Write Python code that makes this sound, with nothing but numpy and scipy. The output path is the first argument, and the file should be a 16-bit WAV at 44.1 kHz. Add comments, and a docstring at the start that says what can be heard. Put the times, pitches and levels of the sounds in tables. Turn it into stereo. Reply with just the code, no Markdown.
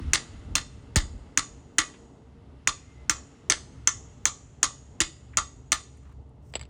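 """Outdoors, at a drain grate near traffic: a hammer drives a steel bar wedged in the grate, close to a phone.
Each blow is a burst of contact noise that excites damped modes of bar and grate, a dense rattle and a thud,
all but the thud echoed by a car and far walls as decaying noise. The hammer is then laid on concrete, where it taps and rings.
Ticks, scuffs and a thin tone are faint; traffic is shaped noise with narrow hums; gusts buffet at first."""
import sys
import numpy as np
from scipy import signal
from scipy.fft import rfft, irfft, next_fast_len
from scipy.io import wavfile
from scipy.ndimage import map_coordinates

SR = 44100
rng = np.random.default_rng(int(sys.argv[2]) if len(sys.argv) > 2 else 0)


def to_wav(s):
    """Save 16-bit WAV."""
    ch = np.atleast_2d(s).T  # columns
    pcm = np.round(np.clip(ch, -1, 1) * 32767)  # PCM
    wavfile.write(sys.argv[1], SR, pcm.astype(np.int16))


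N = 295029

# Hammer blows: (time [s], level [dB]; then relative to that level: first bar mode [dB], second bar mode [dB],
# treble bar mode [dB], low grate [dB], middle grate [dB], upper grate [dB], thud [dB];
# then rebound delay [s], rebound gain [dB])
BLOW_ROWS = [(0.1336, -3, -22.5, -28, -23.5, -31, -23, -26.5, -23, 0.023, 1.5),
             (0.5535, -5, -25, -22.5, -22, -29, -21.5, -25.5, -19.5, 0.029, 3),
             (0.9589, -5.5, -23.5, -18.5, -21, -27.5, -25, -27.5, 2, 0.024, 0.5),
             (1.3744, -3.5, -30, -24, -26, -27.5, -28, -29, -24, 0.02, -4),
             (1.7836, -4, -25.5, -18, -24, -24, -17.5, -24.5, -23.5, 0.0066, -3.5),
             (2.674, -2, -26, -20, -32, -26.5, -37, -30.5, -23, 0.019, 3),
             (3.0963, -3.5, -17.5, -23.5, -26.5, -25, -26.5, -28, -23.5, 0.0149, -1),
             (3.499, -3, -20.5, -30.5, -37, -29, -24.5, -27, -23.5, 0.023, 0),
             (3.8733, -4, -13, -34.5, -31.5, -31, -25, -30.5, -32, 0.017, 0.5),
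             (4.2546, -3.5, -18, -19, -31.5, -26, -35.5, -29, -26.5, 0.02, -5),
             (4.6298, -4, -19.5, -18.5, -31, -24, -28.5, -27, -25.5, 0.013, -4.5),
             (5.0036, -4.5, -21.5, -23.5, -28, -30, -22.5, -26, -16.5, 0.016, 2.5),
             (5.3713, -5.5, -22.5, -16, -25.5, -19.5, -25, -26, -18, 0.016, -1.5),
             (5.719, -5.5, -19, -22.5, -21, -22, -21, -24, -21.5, 0.0092, 0.5)]
EARLIER_S = -0.48  # one more blow falls just before the start
LEAD = SR // 2  # samples kept ahead of the start for it


def blows():
    """Superposition: direct sound, low thud and echoes of successive blows add linearly."""
    direct, low = np.zeros(N + 3 * SR), np.zeros(N + 3 * SR)
    echoes = np.zeros((2, N + 3 * SR))
    t = np.arange(SR // 2) / SR
    for s, db, *bar_db, low_db, middle_db, upper_db, thud_db, again_s, again_db in [
            (EARLIER_S, *BLOW_ROWS[0][1:]), *BLOW_ROWS]:
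        regions_db = [low_db, middle_db, upper_db]
        blow = amp(db) * strike(t, bar_db, regions_db, thud_db, again_s, again_db)
        at = LEAD + round(s * SR)
        direct[at:][:len(t)] += blow
        # the shock reaches both ports alike
        low[at + SR // 550:][:len(t)] += amp(db + thud_db) * push(t, width_s=0.0023)
        echo = reflected(blow)
        echoes[:, at + SR // 100:][:, :echo.shape[1]] += echo
    echoes = filtered(echoes, lambda hz: amp(along(ECHO_RESPONSE, hz)))
    return (near(direct) + low + far(echoes))[:, LEAD:LEAD + N]


# Centres of the low, middle and upper grate regions: (frequency [Hz])
REGION_CENTRES = [1200, 2000, 3600]


def strike(t, bar_db, regions_db, thud_db, again_s, again_db):
    """Impact excitation: a short contact force sets every part of the structure vibrating at once."""
    colour = list(zip(REGION_CENTRES, regions_db))  # where the blow lands decides which regions ring
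    # the bar jumps and meets the grate again
    rebound = 1 + amp(again_db) * np.exp(-((t - again_s) / .0025) ** 2)
    rise = 1 - np.exp(-t / 0.0028)
    ringing = bar_ring(t, bar_db) + grate_ring(t, colour) * rebound + rattle(t, colour, rebound)
    return crack(t, colour) + rise * ringing + frame_knock(t, regions_db, thud_db)


# Spectrum of the steel contact: (frequency [Hz], relative level [dB])
CRACK_SPECTRUM = [(290, -54.5), (500, -25), (1850, -3), (3240, -7.5), (3750, -24.5), (4350, -16),
                  (5040, -19.5), (5670, -0.5), (6760, 4), (9490, -17), (12000, -38), (15400, -32),
                  (16800, -43)]


def crack(t, colour):
    """Contact noise: steel on steel radiates a broadband burst for a few milliseconds."""
    contact = (1 - np.exp(-t / 0.00015)) * np.exp(-(t / 0.0031) ** 2)
    burst = filtered(noise(CRACK_SPECTRUM, len(t)), lambda hz: amp(0.34 * along(colour, hz)))
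    return amp(-5.5) * contact * unit(burst)


# First, second and treble bar modes before the hand damps them: (frequency [Hz], t60 [s])
BAR_MODES = [(6164, .16), (6750, .13), (8242, .13)]
# Highest bar modes: (frequency [Hz], relative level [dB], t60 [s])
TOP_MODES = [(14520, -12, .08), (15480, -6, .03), (15850, 0, .025)]
TOP_DB = -1.5  # the highest modes over the treble ring


def bar_ring(t, bar_db):
    """Modal vibration with added damping: the bar rings at fixed modes until the grip absorbs them."""
    modes = [(hz, level_db, t60) for (hz, t60), level_db in zip(BAR_MODES, bar_db)]
    bar = ring(modes, t, scatter_db=1.44, waver=0.024)
    bar = bar * (.12 + .88 * np.exp(-(t / .03) ** 4))  # the gripping hand soon damps the bar
    top = ring(TOP_MODES, t, scatter_db=6, waver=.05)
    return bar + amp(bar_db[-1] + TOP_DB) * top


# Separate grate modes: (frequency [Hz], level within their region [dB], t60 [s])
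GRATE_MODES = [(1049, -6, .12), (1146, -5, .22), (1219, -2, .16), (1353, -1, .13), (1426, -6, .12),
               (1772, -3, .12), (1950, -13, .27), (1985, -5, .1), (2150, -3, .11), (2510, -17, .22),
               (2740, -2, .08), (3095, -7, .1), (3262, -3, .09), (3517, -1, .1), (3580, -12, .28),
               (4140, -2, .1), (4570, -9, .13), (4780, -8, .12), (5014, -8, .11), (5680, -9, .11)]


def grate_ring(t, colour):
    """Modal participation: the striking point sets how strongly each grate mode is driven."""
    modes = [(hz, level_db + along(colour, hz), t60) for hz, level_db, t60 in GRATE_MODES]
    return ring(modes, t, scatter_db=2.5, waver=.17)


# Spectrum imposed on the rattle: (frequency [Hz], relative level [dB])
RATTLE_SPECTRUM = [(290, -34), (500, -22.5), (930, -21), (1200, -14), (1600, -11.5), (1750, -6.5),
                   (2180, -6), (2390, -14.5), (3620, -2), (5330, -2), (6310, -3), (10000, -3.5),
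                   (11000, -42.5), (14300, -67), (22000, -120)]
# Decay of the rattle: (frequency [Hz], t60 [s])
RATTLE_DECAY = [(300, 0.37), (800, 0.32), (2000, .13), (5500, 0.093), (14000, 0.036)]
RATTLE_DB = 8  # the rattle over the levels of the grate regions


def rattle(t, colour, rebound):
    """High modal density: modes too many to tell apart act as noise with a decay for each frequency."""
    chatter = amp(4.82 * map_coordinates(rng.standard_normal(200), [t * 300])) * rebound
    x = filtered(fading(RATTLE_DECAY, len(t)) * chatter, lambda hz: amp(along(RATTLE_SPECTRUM, hz)))
    x = x / x[:SR // 200].std()  # level set over the first 5 ms
    return filtered(x, lambda hz: amp(along(colour, hz) + RATTLE_DB))


# Modes of the grate's frame: (frequency [Hz], relative level [dB], t60 [s])
FRAME_MODES = [(314.4, -1, 0.076), (632.3, -11, .07), (872.4, -11.5, 0.12)]
KNOCK_DB, SHAKE_DB = 2, -22.5  # gain over the grate's mean level; gain of what the thud adds [dB]


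def frame_knock(t, regions_db, thud_db):
    """Coupled vibration: grate and thud together drive the low modes of the frame."""
    drive = amp(np.mean(regions_db) + KNOCK_DB) + amp(thud_db + SHAKE_DB)
    onset = 1 - np.exp(-t / 0.0031)
    return drive * ring(FRAME_MODES, t, scatter_db=3.5, waver=0.17) * onset


# Decay of the echo from car and kerb: (frequency [Hz], t60 [s])
NEAR_DECAY = [(300, 0.46), (1500, 0.11), (5000, 0.31), (10000, 0.26)]
# Decay of the echo from the far walls: (frequency [Hz], t60 [s])
FAR_DECAY = [(300, 0.9), (1500, 0.68), (5000, 0.99), (10000, 1)]


def reflected(blow):
    """Reverberation by convolution: scattered reflections form a noise-like impulse response."""
    close, distant = [fading(t60, (2, SR)) for t60 in (NEAR_DECAY, FAR_DECAY)]
    tail = amp(-12.5) * close / np.linalg.norm(close[0])
    tail = tail + amp(-26.5) * distant / np.linalg.norm(distant[0])
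    return signal.fftconvolve(blow[None], tail, axes=1)


# Filter that blows() puts on all echoes: (frequency [Hz], gain [dB])
ECHO_RESPONSE = [(300, -1), (1000, -4), (3000, -0.5), (3600, -2), (5000, -1.5), (6200, -7), (6800, -0.5),
                 (9000, -4), (10300, -8), (10600, -52), (17000, -57)]
# Contacts of the hammer laid down: (time [s], level [dB], ring relative to that level [dB])
CONTACTS = [(6.538, -28, -23), (6.554, -16.5, -9), (6.5947, -32.5, -8), (6.6121, -36, -3.5),
            (6.627, -36, -27), (6.6338, -40.5, -16), (6.6529, -44, -22)]
# Modes of the hammer: (frequency [Hz], relative level [dB], t60 [s])
HAMMER_MODES = [(1193, -19, 0.091), (1790, -13, 0.039), (2170, -7, 0.033), (2760, -25, 0.023),
                (3100, -16.5, 0.038), (3500, -23, 0.067), (4040, -17.5, 0.023), (4500, -32.5, 0.051),
                (4760, -9, 0.039), (7770, -3, 0.03)]
# Spectrum of steel on concrete: (frequency [Hz], relative level [dB])
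TAP_SPECTRUM = [(180, -33), (300, -2.5), (709, 3), (1560, -8), (2340, -0.5), (4760, -6), (6020, -23.5),
                (7890, -7), (8730, -36), (11600, -92), (15700, -33.5), (16800, -72)]


def laid_down():
    """Repeated impact: the hammer head taps the concrete, rocks, and rings briefly in its own modes."""
    out, t = np.zeros(N + SR), np.arange(SR // 5) / SR
    for s, db, ring_db in CONTACTS:
        short = amp(-0.5 - 60 * t / 0.0078) * (1 - np.exp(-t / .0003))
        long = amp(-17.0 - 60 * t / 0.069) * (1 - np.exp(-t / 0.00059))
        tap = short * noise(TAP_SPECTRUM, len(t)) + long * noise(TAP_SPECTRUM, len(t))
        head = (1 - np.exp(-t / 0.00033)) * ring(HAMMER_MODES, t, scatter_db=4.5)
        out[round(s * SR):][:len(t)] += amp(db) * (tap + amp(ring_db) * head)
    return near(out[:N]) * amp([[-2], [2]])  # stronger on the right


def small_sounds():
    """Superposition of weak sources: ticks and scuffs form a diffuse field, the tone is central."""
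    return far(ticks() + scuffs()) + thin_tone()


# Faint ticks: (time [s], level [dB], centre [Hz], 1/e half-width [Hz], t60 [s])
TICK_ROWS = [(1.938, -51.5, 2010, 1800, 0.12), (5.334, -47, 1970, 900, 0.073),
             (5.97, -60, 2100, 300, 0.049), (5.971, -63, 8800, 2500, .03),
             (6.124, -60.5, 6000, 6240, 0.015), (6.29, -73, 8660, 2500, .04),
             (6.357, -77, 8300, 1500, 0.019)]


def ticks():
    """Band-limited transients: narrow noise under a fast exponential decay is heard as a tick."""
    out, t = np.zeros((2, N + SR)), np.arange(SR // 5) / SR
    for s, db, hz, width_hz, t60 in TICK_ROWS:
        envelope = amp(db - 60 * t / t60) * (1 - np.exp(-t / .001))
        out[:, round(s * SR):][:, :len(t)] += envelope * narrow_band(hz, width_hz, len(t))
    return out[:, :N]


# Scuffs on the ground: (time [s], length [s], dull level [dB], bright level [dB])
SCUFF_ROWS = [(6.04, .08, -67.5, -87.5), (6.472, .06, -81, -72.5)]
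SWELL_DB_PER_S, STOP_DB_PER_S = 250, 900


def scuffs():
    """Friction noise: fluctuating dull and bright bands fade in and out around each stroke."""
    now = np.arange(N) / SR
    dull = noise([(500, -30.5), (1000, -1), (2200, -9.5), (4000, -19.0), (8000, -45.0)], (2, N))
    bright = noise([(3000, -29), (5500, 0.5), (9000, -1), (11000, -20.0), (15000, -7.0), (17000, -34.5)],
                   (2, N))
    out = 0
    for s, length, dull_db, bright_db in SCUFF_ROWS:
        swell_db, stop_db = SWELL_DB_PER_S * (now - s), STOP_DB_PER_S * (s + length - now)
        stroke = amp(np.minimum(swell_db, stop_db).clip(max=0))
        out = out + stroke * (amp(dull_db) * dull + amp(bright_db) * bright)
    return out * amp(4 * wobble(93))


# Faint thin tone: (time [s], length [s], mean frequency [Hz], rms level [dB])
TONE_ROWS = [(2.866, 0.076, 2095, -69), (2.95, .11, 2070, -68)]


def thin_tone():
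    """Frequency modulation: the phase of a sine is the running sum of a wandering pitch."""
    now, out = np.arange(N) / SR, 0
    edge = lambda x: np.clip(x / 0.013, 0, 1)
    for s, length, hz, db in TONE_ROWS:
        phase = 2 * np.pi * np.cumsum(hz + 20 * wobble(30)) / SR
        out = out + np.sqrt(2) * amp(db) * edge(now - s) * edge(s + length - now) * np.sin(phase)
    return out


# Street levels: (time [s], rumble level [dB], hiss level [dB])
STREET_LEVELS = [(0, -47, -55), (.6, -49, -62), (1.3, -51.5, -65.5), (2.1, -56.5, -71.5), (2.5, -48.5, -70),
                 (3.05, -49.5, -67), (3.3, -54, -65.5), (3.75, -46, -64), (4.6, -49, -69),
                 (5.3, -48.5, -69.5), (5.9, -50.5, -75), (6.69, -47.5, -74)]
# Spectrum of the rumble: (frequency [Hz], relative level [dB])
RUMBLE_SPECTRUM = [(15, -30.5), (25, -14.5), (49, 6), (75, 2.5), (133, 1), (200, -17.5), (260, -32),
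                   (440, -120)]
# Spectrum of the traffic: (frequency [Hz], relative level [dB])
TRAFFIC_SPECTRUM = [(88, -23), (150, -1), (167, -6.5), (257, -2), (327, -10), (454, -8), (505, -16),
                    (618, -15.5), (909, -17), (1500, -33.5), (1950, -62), (3300, -120)]
# Spectrum of the far hiss: (frequency [Hz], relative level [dB])
HISS_SPECTRUM = [(710, -31.5), (1200, 0.5), (1650, -6.5), (2090, -3.5), (2410, -12.5), (2600, -6),
                 (10500, -25.5), (13600, -63), (22000, -120)]
TRAFFIC_DB, RECEDE_DB_PER_S = -53, 0.88  # level at the start; the traffic draws slowly away


def street():
    """Incoherent summation: many distant sources merge into slowly fluctuating coloured noise."""
    rumble_db, hiss_db = curves(STREET_LEVELS)
    rumble = amp(rumble_db + 1.1 * wobble(9.2)) * noise(RUMBLE_SPECTRUM, (2, N))
    traffic_db = TRAFFIC_DB - RECEDE_DB_PER_S * np.arange(N) / SR + 0.59 * wobble(1.8) + 2.0 * wobble(10)
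    traffic = amp(traffic_db) * noise(TRAFFIC_SPECTRUM, (2, N))
    hiss = amp(hiss_db + 0.96 * wobble(2.5)) * noise(HISS_SPECTRUM, (2, N))
    return far(rumble + traffic + hiss + engines(rumble_db))


# Engine hums: (frequency [Hz], level [dB], 1/e half-width [Hz])
ENGINE_HUMS = [(115, -64, 24), (277.5, -69.5, 7.1), (590, -75.5, 6)]
# Drone of a passing engine: (time [s], level [dB])
DRONE_LEVELS = [(1.2, -76), (1.6, -64), (2.3, -66), (2.7, -76), (3.2, -74), (3.45, -64.5), (3.9, -76)]
DRONE_HZ = 464
IDLE_DB = -2  # an idling engine's lowest hum over the rumble


def engines(rumble_db):
    """Narrow-band radiation: an unsteady periodic source is heard as a hum of finite bandwidth."""
    hums = sum(amp(db + 1.9 * wobble(2.0)) * narrow_band(hz, width_hz, N) for hz, db, width_hz in ENGINE_HUMS)
    drone = amp(curves(DRONE_LEVELS)[0]) * narrow_band(DRONE_HZ, 5, N)
    idle = amp(rumble_db + IDLE_DB + 1.5 * wobble(2.5)) * narrow_band(68.2, 3.4, N)
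    return hums + drone + idle


# Wind strength: (time [s], level [dB])
WIND_LEVELS = [(0, -25.5), (.16, -36.5), (.2, -51.5), (.34, -35), (.45, -41), (.51, -32.5), (.58, -40),
               (.69, -54.5), (.77, -38.5), (.9, -51.5), (1.04, -39), (1.15, -35.5), (1.22, -51.5),
               (1.34, -48.5), (1.55, -46), (1.9, -70), (2, -100)]
# Spectrum of the gusts: (frequency [Hz], relative level [dB])
GUST_SPECTRUM = [(12, -35), (20, -12), (33, 0), (57, 2.5), (116, -11.5), (156, -21), (255, -19.5),
                 (400, -36.5), (520, -46), (880, -120)]
# A puff of air on the ports: (time [s], level [dB])
PUFF_EVENT = (1.055, -29)


def wind():
    """Turbulent pressure: lumpy low noise and one sharp puff, the same on both channels."""
    level_db, = curves(WIND_LEVELS)
    buffeting = amp(level_db + 1.4 * wobble(30) + 1.5 * wobble(14)) * noise(GUST_SPECTRUM, N)
    puff_s, puff_db = PUFF_EVENT
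    after = np.clip(np.arange(N) / SR - puff_s, 0, .1)
    return buffeting + amp(puff_db) * push(after, width_s=0.0016)


# Port difference for diffuse sound: (frequency [Hz], level relative to the sum [dB])
DIFFUSE_SIDE = [(60, -41), (110, -27.5), (200, -21), (380, -8.5), (700, 1.5), (1290, -3), (2380, -4.5),
                (4400, -4), (8120, -1), (15000, 8.5)]


def far(pair):
    """Diffuse field: unrelated sum and difference signals give sound without a direction."""
    return ports(pair[0], filtered(pair[1], lambda hz: amp(along(DIFFUSE_SIDE, hz))))


# Port difference for a close source: (frequency [Hz], level relative to the sum [dB])
DIRECT_SIDE = [(60, -22.5), (99, -4.5), (160, -5), (270, -9.5), (450, -4), (740, 4), (1220, -3.5),
               (2010, -14), (3330, -1), (5500, -9.5), (9080, 6), (15000, 17.5)]
# Phase by which the difference leads the sum: (frequency [Hz], phase [rad])
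SIDE_PHASE = [(200, 1.5), (500, 1.1), (1000, 1.0), (2000, 1.1), (4000, 1.5), (8000, 1.57), (15000, 1.57)]


def near(x):
    """Near field: a close source reaches the two ports with a phase shift that depends on pitch."""
    turned = lambda hz: amp(along(DIRECT_SIDE, hz)) * np.exp(1j * along(SIDE_PHASE, hz))
    return ports(x, filtered(x, turned))


def ports(mid, side):
    """Sum-and-difference stereo: left and right are the sum plus and minus the difference."""
    return np.array([mid + side, mid - side])


def ring(modes, t, scatter_db, waver=0):
    """Modal synthesis: damped sines at new strengths; loose contact wavers their phase [cycles]."""
    out = 0
    for hz, db, t60 in modes:
        wander = waver * map_coordinates(rng.standard_normal(60), [t * 100])
        decay = amp(db + scatter_db * rng.normal() - 60 * t / t60)
        out = out + decay * np.sin(2 * np.pi * (hz * t + rng.random() + wander))
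    return out


def push(t, width_s):
    """Critically damped response: one soft low pulse of peak 1."""
    return t / width_s * np.exp(1 - t / width_s)


def narrow_band(hz, width_hz, size):
    """Band-pass filtering: two channels of noise under a Gaussian band, rms 1 overall."""
    band = lambda f: np.exp(-((f - hz) / width_hz) ** 2)
    return unit(filtered(rng.standard_normal((2, size)), band))


def noise(spectrum, size):
    """Spectral shaping: white noise filtered to a spectrum, rms 1."""
    return unit(filtered(rng.standard_normal(size), lambda hz: amp(along(spectrum, hz))))


def fading(t60, size):
    """Frequency-dependent decay: white noise whose every frequency dies at its own speed."""
    hz, t, z = signal.stft(rng.standard_normal(size), SR, nperseg=128)
    z = z * amp(-60 * t / along(t60, hz)[:, None])
    return signal.istft(z, SR, nperseg=128)[1][..., :np.max(size)]


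def filtered(x, response):
    """Linear filtering: the spectrum of x times a complex response of frequency."""
    n = x.shape[-1]
    m = next_fast_len(n + 8192)
    return irfft(rfft(x, m) * response(np.fft.rfftfreq(m, 1 / SR)), m)[..., :n]


def wobble(rate):
    """Slow random modulation: a smooth curve through random knots, rate knots a second."""
    return map_coordinates(rng.standard_normal(int(N * rate / SR) + 4), [np.arange(N) * rate / SR])


def curves(rows):
    """Linear interpolation in time: one value per sample for each column after the time."""
    s, *cols = np.transpose(rows)
    return [np.interp(np.arange(N) / SR, s, c) for c in cols]


def along(points, hz):
    """Logarithmic pitch scale: (frequency [Hz], value) points interpolated on a log axis."""
    f, v = np.transpose(points)
    return np.interp(np.log(hz + 1), np.log(f + 1), v)


def amp(db):
    """Decibel definition: 20 dB is a factor of ten in amplitude."""
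    return 10 ** (np.asarray(db) / 20)


def unit(x):
    """Normalisation: scale to a root mean square of 1."""
    return x / np.sqrt(np.mean(x ** 2) + 1e-20)


def scene():
    """Superposition: all sources add at the ports."""
    return blows() + laid_down() + small_sounds() + street() + wind()


TOP_HZ = 16990  # band limit


def record(dry):
    """Transducer response: bass is cut and delayed, peaks saturate softly, and the band is limited."""
    cut = lambda hz: (1j * hz / (34 + 1j * hz)) ** 3
    # about a cycle late between 12 and 1500 Hz
    delay = lambda hz: np.exp(2j * np.pi * .95 * np.log(1500 / np.clip(hz, 12, 1500)))
    late = filtered(dry, lambda hz: cut(hz) * delay(hz))
    soft = late / (1 + np.abs(late / .84) ** 4) ** (1 / 4)
    return filtered(soft, lambda hz: hz < TOP_HZ)


dry = scene()
out = record(dry)
to_wav(out)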